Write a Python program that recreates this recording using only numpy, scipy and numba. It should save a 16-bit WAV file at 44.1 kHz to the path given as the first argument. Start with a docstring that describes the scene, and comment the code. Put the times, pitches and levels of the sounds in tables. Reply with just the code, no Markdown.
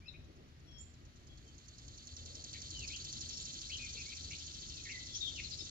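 """A summer garden, from a phone held at a flower bed. A low outdoor rumble and a distant motor's hum lie
under everything, and small birds chip among the trees from the start. An insect, most likely a cicada,
begins faintly: tymbal clicks ring its body in throbs that quicken and swell for three seconds. The birds
grow busier and warble, and by four seconds the ticks have softened to a sizzle.
Now and then the leaves or the hand stir softly."""
import sys
import numpy as np
from scipy import signal
from scipy.fft import rfft, irfft
from scipy.io import wavfile
from scipy.ndimage import uniform_filter1d
from numba import njit

SR = 44100
rng = np.random.default_rng(int(sys.argv[2]) if len(sys.argv) > 2 else 0)


def digitize_waveform(pressure):
    """Quantize a signal to 16-bit integers and store it at the path in sys.argv[1].

    Rows of a 2-D input are taken as channels; values are limited to [-1, 1].
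    """
    field = np.atleast_2d(pressure).T
    bounded = np.clip(field, -1, 1)
    quanta = np.round(bounded * 32767).astype(np.int16)
    wavfile.write(sys.argv[1], SR, quanta)


N = 251370
TIME = np.arange(N) / SR
BIN_HZ = np.maximum(np.fft.rfftfreq(N, 1 / SR), 1)

# the rumble rising with the breeze: time_s, level_db
BREEZE = [(0, -56), (.5, -58.5), (1.8, -58.5), (3.05, -53), (3.7, -55), (5.7, -54.3)]


def undb(db):
    """Decibels to gain."""
    return 10 ** (np.asarray(db) / 20)


def unit(x):
    """Scale to rms 1."""
    return x / np.sqrt(np.mean(x ** 2))


def read(table, at):
    """The columns of a table, interpolated along the first."""
    key, *columns = np.transpose(table)
    return [np.interp(at, key, column) for column in columns]


def sides(pan_db):
    """Microphone gains of constant total power; pan_db is left minus right."""
    return undb(np.array([[1], [-1]]) * pan_db / 2) / np.sqrt((undb(pan_db) + undb(-pan_db)) / 2)


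def colour(x, table, lift_db=0):
    """Filter by a left and a right spectrum."""
    hz, *channels = np.transpose(table)
    db = np.array([np.interp(np.log(BIN_HZ), np.log(hz), channel) for channel in channels])
    return irfft(rfft(x) * undb(db + lift_db), N)


def wander(rate_hz):
    """A smooth random curve with a spread near 1."""
    hold = int(SR / rate_hz)
    steps = np.repeat(rng.standard_normal(N // hold + 1), hold)
    return 1.3 * uniform_filter1d(uniform_filter1d(steps, hold), hold)[:N]


@njit
def resonate(x, hz, width_hz):
    """Band-pass whose centre can move every sample."""
    y, band_state, low_state = np.empty(len(x)), 0., 0.
    for i in range(len(x)):
        tuning, damping = np.tan(np.pi * hz[i] / SR), width_hz / hz[i]
        band = (band_state + tuning * (x[i] - low_state + 1e-18)) / (1 + tuning * (tuning + damping))
        band_state = 2 * band - band_state
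        low_state += 2 * tuning * band
        y[i] = damping * band
    return y


def ring(x, hz, width_hz):
    """A resonance at one steady pitch."""
    return resonate(x, np.full(N, float(hz)), float(width_hz))


def microphones(pair, lag_samples=18):
    """Sound reaches the right microphone a little before the left."""
    return np.array([np.roll(pair[0], lag_samples), pair[1]])


def echoes(x, t60_s):
    """Dense reflections from leaves and walls, different at each microphone."""
    tail = rng.standard_normal((2, SR)) * undb(-60 * TIME[:SR] / t60_s)
    tail /= np.sqrt(np.sum(tail ** 2, axis=1, keepdims=True))
    return signal.fftconvolve(np.atleast_2d(x), tail, axes=1)[:, :N]


def garden_air(shared_below_hz=750, flicker_db=1.32):
    """Distant rumble, alike at both microphones, under a faint wide hiss."""
    # relative spectrum of the open air: frequency_hz, left_db, right_db
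    air_spectrum = [(22.3, -18, -16.5), (51.4, 0, -2.5), (78.5, -0.5, -3.5), (105, -6, -6.5),
                    (144.4, -6, -8), (190, -15, -15.5), (326, -14, -16.5), (473, -24.5, -25.5),
                    (607, -23.5, -25.5), (920, -31.5, -35), (1270, -29, -34.5), (1930, -36, -28.5),
                    (2970, -32.5, -34.5), (5940, -37.5, -40.5), (8200, -58.5, -53.5), (11100, -51.5, -54.5),
                    (15500, -63.5, -59)]
    common, apart = rng.standard_normal(N), rng.standard_normal((2, N))
    # below 36 Hz it is breeze on each microphone by itself
    likeness = .96 / (1 + (BIN_HZ / shared_below_hz) ** 2) / (1 + (36 / BIN_HZ) ** 4)
    pair = irfft(rfft(common) * np.sqrt(likeness) + rfft(apart) * np.sqrt(1 - likeness), N)
    noise = unit(colour(microphones(pair), air_spectrum))
    rumble = irfft(rfft(noise) / (1 + (BIN_HZ / 900) ** 4), N)
    hiss = noise - rumble
    rumble_db, = read(BREEZE, TIME)
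    return rumble * undb(rumble_db + flicker_db * wander(12)) + hiss * undb(-54.5)


def distant_motor(waver=.014, fade_db=4, breeze_share=.51):
    """Low motor tones that wander, and swell with the rumble as the breeze carries them."""
    # the hum at full breeze: pitch_hz, level_db
    motor_tones = [(80, -62), (120, -71), (241, -75)]
    drift = 1 + waver * wander(4)
    hum = np.zeros(N)
    for hz, db in motor_tones:
        tone = unit(np.sin(2 * np.pi * np.cumsum(hz * drift) / SR))
        hum += undb(db + fade_db * wander(8)) * tone
    rumble_db, = read(BREEZE, TIME)
    carried = undb(breeze_share * (rumble_db - rumble_db.max()))
    return microphones(hum * carried * sides(2.5))


def stirs():
    """Leaves and the hand on the phone rub in brief, soft swells of noise."""
    # each rub: peak_s, length_s, centre_hz, level_db
    rubs = [(0.301, .05, 363, -63), (0.393, 0.097, 347, -63.5), (1.47, 0.054, 380, -65),
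            (2.36, 0.36, 476, -66.5), (2.547, 0.033, 2840, -57.5), (3.964, 0.067, 380, -63.5),
            (5.615, 0.045, 360, -61)]
    out = np.zeros((2, N))
    for peak_s, length_s, hz, db in rubs:
        rub = ring(rng.standard_normal(N), hz, .39 * hz)
        rub = unit(ring(rub, hz, 1.4 * hz))
        out += rub * undb(db) * np.exp(-(2 * (TIME - peak_s) / length_s) ** 2)
    return microphones(out)


def birds(trill_hz=170, waver=.011, flutter_db=1.0, rough_depth_hz=140., overtone_db=-30):
    """Arched, gliding whistles from the trees, some trilled; the farther the bird, the more echo."""
    # each bird's perch and bend of a note, by name: pan_db, echo_db, arch_share
    perches = {"warbler": (3, -8, .04), "fluter": (-5, -3, -.06), "caller": (11, -3, .01),
               "left": (17, -8, .005), "right": (-23, -7, .02), "far": (8, -2, -.008)}
    # the calls: bird, start_s, length_s, first_hz, last_hz, trill_depth_hz, relative_level_db
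    notes = [("warbler", .013, .047, 2250, 2360, 5, -68), ("warbler", .053, .045, 2430, 2660, 30, -58.5),
             ("left", .055, .042, 4950, 5340, 60, -65), ("left", .078, .025, 4090, 3700, 100, -47.5),
             ("warbler", .136, .031, 2350, 2480, 150, -59), ("far", .655, .16, 5620, 5450, 33, -66),
             ("far", .66, .17, 3370, 3270, 5, -67), ("right", .777, .056, 6600, 7350, 157, -52),
             ("far", 1.28, .094, 3370, 3310, 2, -68), ("far", 1.46, .045, 3200, 3140, 2, -68),
             ("fluter", 2.54, .038, 2100, 2450, 200, -57.5),
             ("warbler", 2.741, .058, 3050, 2790, 50, -49.5),
             ("warbler", 2.81, .049, 2840, 2250, 100, -49.5), ("warbler", 2.895, .045, 2120, 2650, 96, -54),
             ("warbler", 2.928, .034, 2720, 3060, 270, -46), ("caller", 3.3, .093, 5420, 5470, 22, -51.5),
             ("right", 3.393, .04, 6450, 7520, 160, -47.5),
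             ("warbler", 3.695, .028, 2050, 2880, 128, -51.5),
             ("warbler", 3.711, .058, 2900, 3100, 230, -43),
             ("warbler", 3.782, .096, 2480, 2290, 100, -49.5),
             ("warbler", 3.96, .071, 2440, 2440, 203, -51.3), ("warbler", 4.052, .06, 2100, 2300, 36, -60),
             ("warbler", 4.116, .027, 2320, 2480, 200, -50.5),
             ("warbler", 4.303, .048, 2330, 2640, 350, -49.5), ("far", 4.678, .15, 3000, 2380, 41, -65),
             ("fluter", 4.848, .043, 2220, 1960, 148, -51),
             ("warbler", 4.886, .033, 2130, 2500, 388, -45.5),
             ("fluter", 4.907, .088, 2290, 1990, 28, -48.5), ("caller", 5.092, .076, 3560, 3210, 38, -52),
             ("left", 5.137, .016, 5170, 5350, 68, -45), ("warbler", 5.146, .034, 5400, 6350, 526, -41.5),
             ("caller", 5.203, .06, 3720, 3510, 135, -38), ("caller", 5.252, .042, 3640, 3080, 190, -42),
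             ("caller", 5.35, .05, 3060, 2650, 50, -50), ("warbler", 5.376, .03, 2900, 2130, 234, -43.5),
             ("caller", 5.441, .024, 4480, 3630, 203, -46.5), ("left", 5.506, .046, 4890, 4780, 70, -47),
             ("left", 5.521, .027, 3750, 4380, 194, -46.5), ("left", 5.585, .026, 5350, 5030, 50, -44),
             ("left", 5.603, .019, 3520, 3880, 120, -44.5)]
    direct, far = np.zeros((2, N)), np.zeros((2, N))
    trill = np.sin(2 * np.pi * np.cumsum(trill_hz * (1 + .3 * wander(120))) / SR)
    drift, flutter = wander(260), wander(130)
    for bird, start_s, length_s, first_hz, last_hz, depth_hz, db in notes:
        pan_db, echo_db, arch = perches[bird]
        span = np.flatnonzero((TIME >= start_s) & (TIME < start_s + length_s))
        bend = 1 + arch * np.sin(np.linspace(0, np.pi, len(span)))
        glide_hz = np.linspace(first_hz, last_hz, len(span)) * bend
        # trilled notes are unsteady in pitch and level, plain whistles stay nearly pure
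        rough = np.clip(depth_hz / rough_depth_hz, .15, 1.3)
        pitch_hz = glide_hz * (1 + rough * waver * drift[span]) + depth_hz * trill[span]
        phase = 2 * np.pi * np.cumsum(pitch_hz) / SR
        swell = signal.windows.tukey(len(span), .4) * undb(rough * flutter_db * flutter[span])
        # only the low notes carry an overtone
        tone = np.sin(phase) + undb(overtone_db) * (glide_hz.mean() < 3000) * np.sin(2 * phase)
        note = undb(db) * unit(swell * tone) * sides(pan_db)
        direct[:, span] += note
        far[:, span] += undb(echo_db) * note
    near_echoes = undb(-5) * echoes(direct, t60_s=.14)
    return undb(-3) * (microphones(direct) + near_echoes + echoes(far, t60_s=.56))


def cicada(click_hz=420, jitter=.1, uneven_db=1.0, crackle_db=3, crackle_decay_cycles=.54, snap=.061):
    """Ribs of the tymbals buckle in fast clicks and ring the abdomen, whose pitch dips in every throb."""
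    # the song swells, then its ticks soften: time_s, level_db, throb_accent_db, pan_db
    song = [(0, -79.5, 2.5, 1), (.9, -74.5, 4.5, 1), (1.5, -65.5, 5, -5.5), (2, -56.5, 5.5, -3),
            (2.5, -50.5, 5, -1), (3.1, -46.5, 4, -.5), (4, -47, -2, .5), (5, -49, -1.5, 1.5),
            (5.7, -48.5, -1, 0)]
    # the throbs quicken as the insect warms to its song: time_s, rate_hz
    throb_rate = [(0, 8.175), (1, 8.938), (3.2, 12.283), (4.2, 13.143), (5.7, 13.712)]
    # the abdomen stretches fast, relaxes slowly and slackens: throb_share, resonance_hz, gain_db
    throb_shape = [(0, 6930, .5), (.14, 5200, 2), (.34, 3560, -1), (.76, 4700, 0), (.9, 5460, -4),
                   (1, 6740, -4.5)]
    # narrow high ringing tones in the buzz, strongest during the early ticks: pitch_hz, width_hz
    buzz_rings = [(4560, 174), (6720, 98), (7060, 120)]
    # tone of the buzz at the microphones: frequency_hz, left_db, right_db
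    buzz_spectrum = [(960, -35, -20), (1300, -11.5, -9.5), (2270, -19.5, -14.5), (3070, -6.5, -12),
                     (3520, -7, -7), (3770, -6.5, -18.5), (4420, -7, -11), (5140, -10.5, -15.5),
                     (5700, -5, -12), (5790, -8, -7), (6600, -25, -6.5), (7000, -33, -7.5),
                     (8080, -41, -14.5), (8900, -48, -45), (11000, -35, -32), (15000, -39, -37)]
    # narrow peaks of the buzz: centre_hz, width_hz, lift_db
    buzz_peaks = [(2990, 100, 3), (3560, 100, 7), (4020, 62, 11), (4380, 50, 9), (4513, 76, 9),
                  (5290, 60, 10.5), (6640, 110, 4.5), (7006, 80, 10.5)]
    level_db, accent_db, pan_db = read(song, TIME)
    rate_hz, = read(throb_rate, TIME)
    throb_share = (np.cumsum(rate_hz) / SR) % 1
    # an accented throb snaps through its first part sooner
    throb_share = throb_share ** (1.07 * np.exp(-snap * accent_db))
    abdomen_hz, throb_db = read(throb_shape, throb_share)
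    onset_db = accent_db * np.exp(-(throb_share / .17) ** 4)

    cycles = np.cumsum(click_hz * (1 + jitter * wander(250))) / SR
    clicks = np.diff(np.floor(cycles), prepend=0) * undb(uneven_db * wander(400))
    # each buckling trails off in a short crackle of the smaller ribs
    crackle = rng.standard_normal(N) * np.exp(-(cycles % 1) / crackle_decay_cycles)
    drive = (unit(clicks) + undb(crackle_db) * unit(crackle)) * undb(throb_db + onset_db)

    abdomen = resonate(drive, abdomen_hz, width_hz=1480.)
    # the tymbal plate keeps its own high ring while the abdomen sweeps
    plate = ring(drive, hz=6560, width_hz=2300)
    rings = sum(ring(drive, hz, width_hz) for hz, width_hz in buzz_rings)
    buzz = abdomen + undb(-5) * plate + undb(-17) * drive + undb(accent_db - 9) * rings

    heard = microphones(np.array([buzz, buzz])) + undb(-5) * echoes(buzz, t60_s=.024)
    # as the ticks soften into a sizzle, echoes fill more of the gaps
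    heard += undb(-8 - accent_db) * echoes(buzz, t60_s=.62)
    peaks_db = sum(db / (1 + (2 * (BIN_HZ - hz) / width_hz) ** 2) for hz, width_hz, db in buzz_peaks)
    return unit(colour(heard, buzz_spectrum, peaks_db)) * undb(level_db) * sides(pan_db)


def scene():
    """The garden as it reaches the two microphones at the flower bed."""
    return cicada() + birds() + garden_air() + distant_motor() + stirs()


def record(dry, fade_s=.003, top_hz=15600):
    """The sound eases in and out; the phone cuts the highest treble."""
    edge_s = np.minimum(TIME, TIME[::-1])
    fade = np.sin(np.pi / 2 * np.clip(edge_s / fade_s, 0, 1)) ** 2
    return signal.sosfilt(signal.ellip(8, .2, 70, top_hz, fs=SR, output="sos"), dry * fade)


dry = scene()
out = record(dry)
digitize_waveform(out)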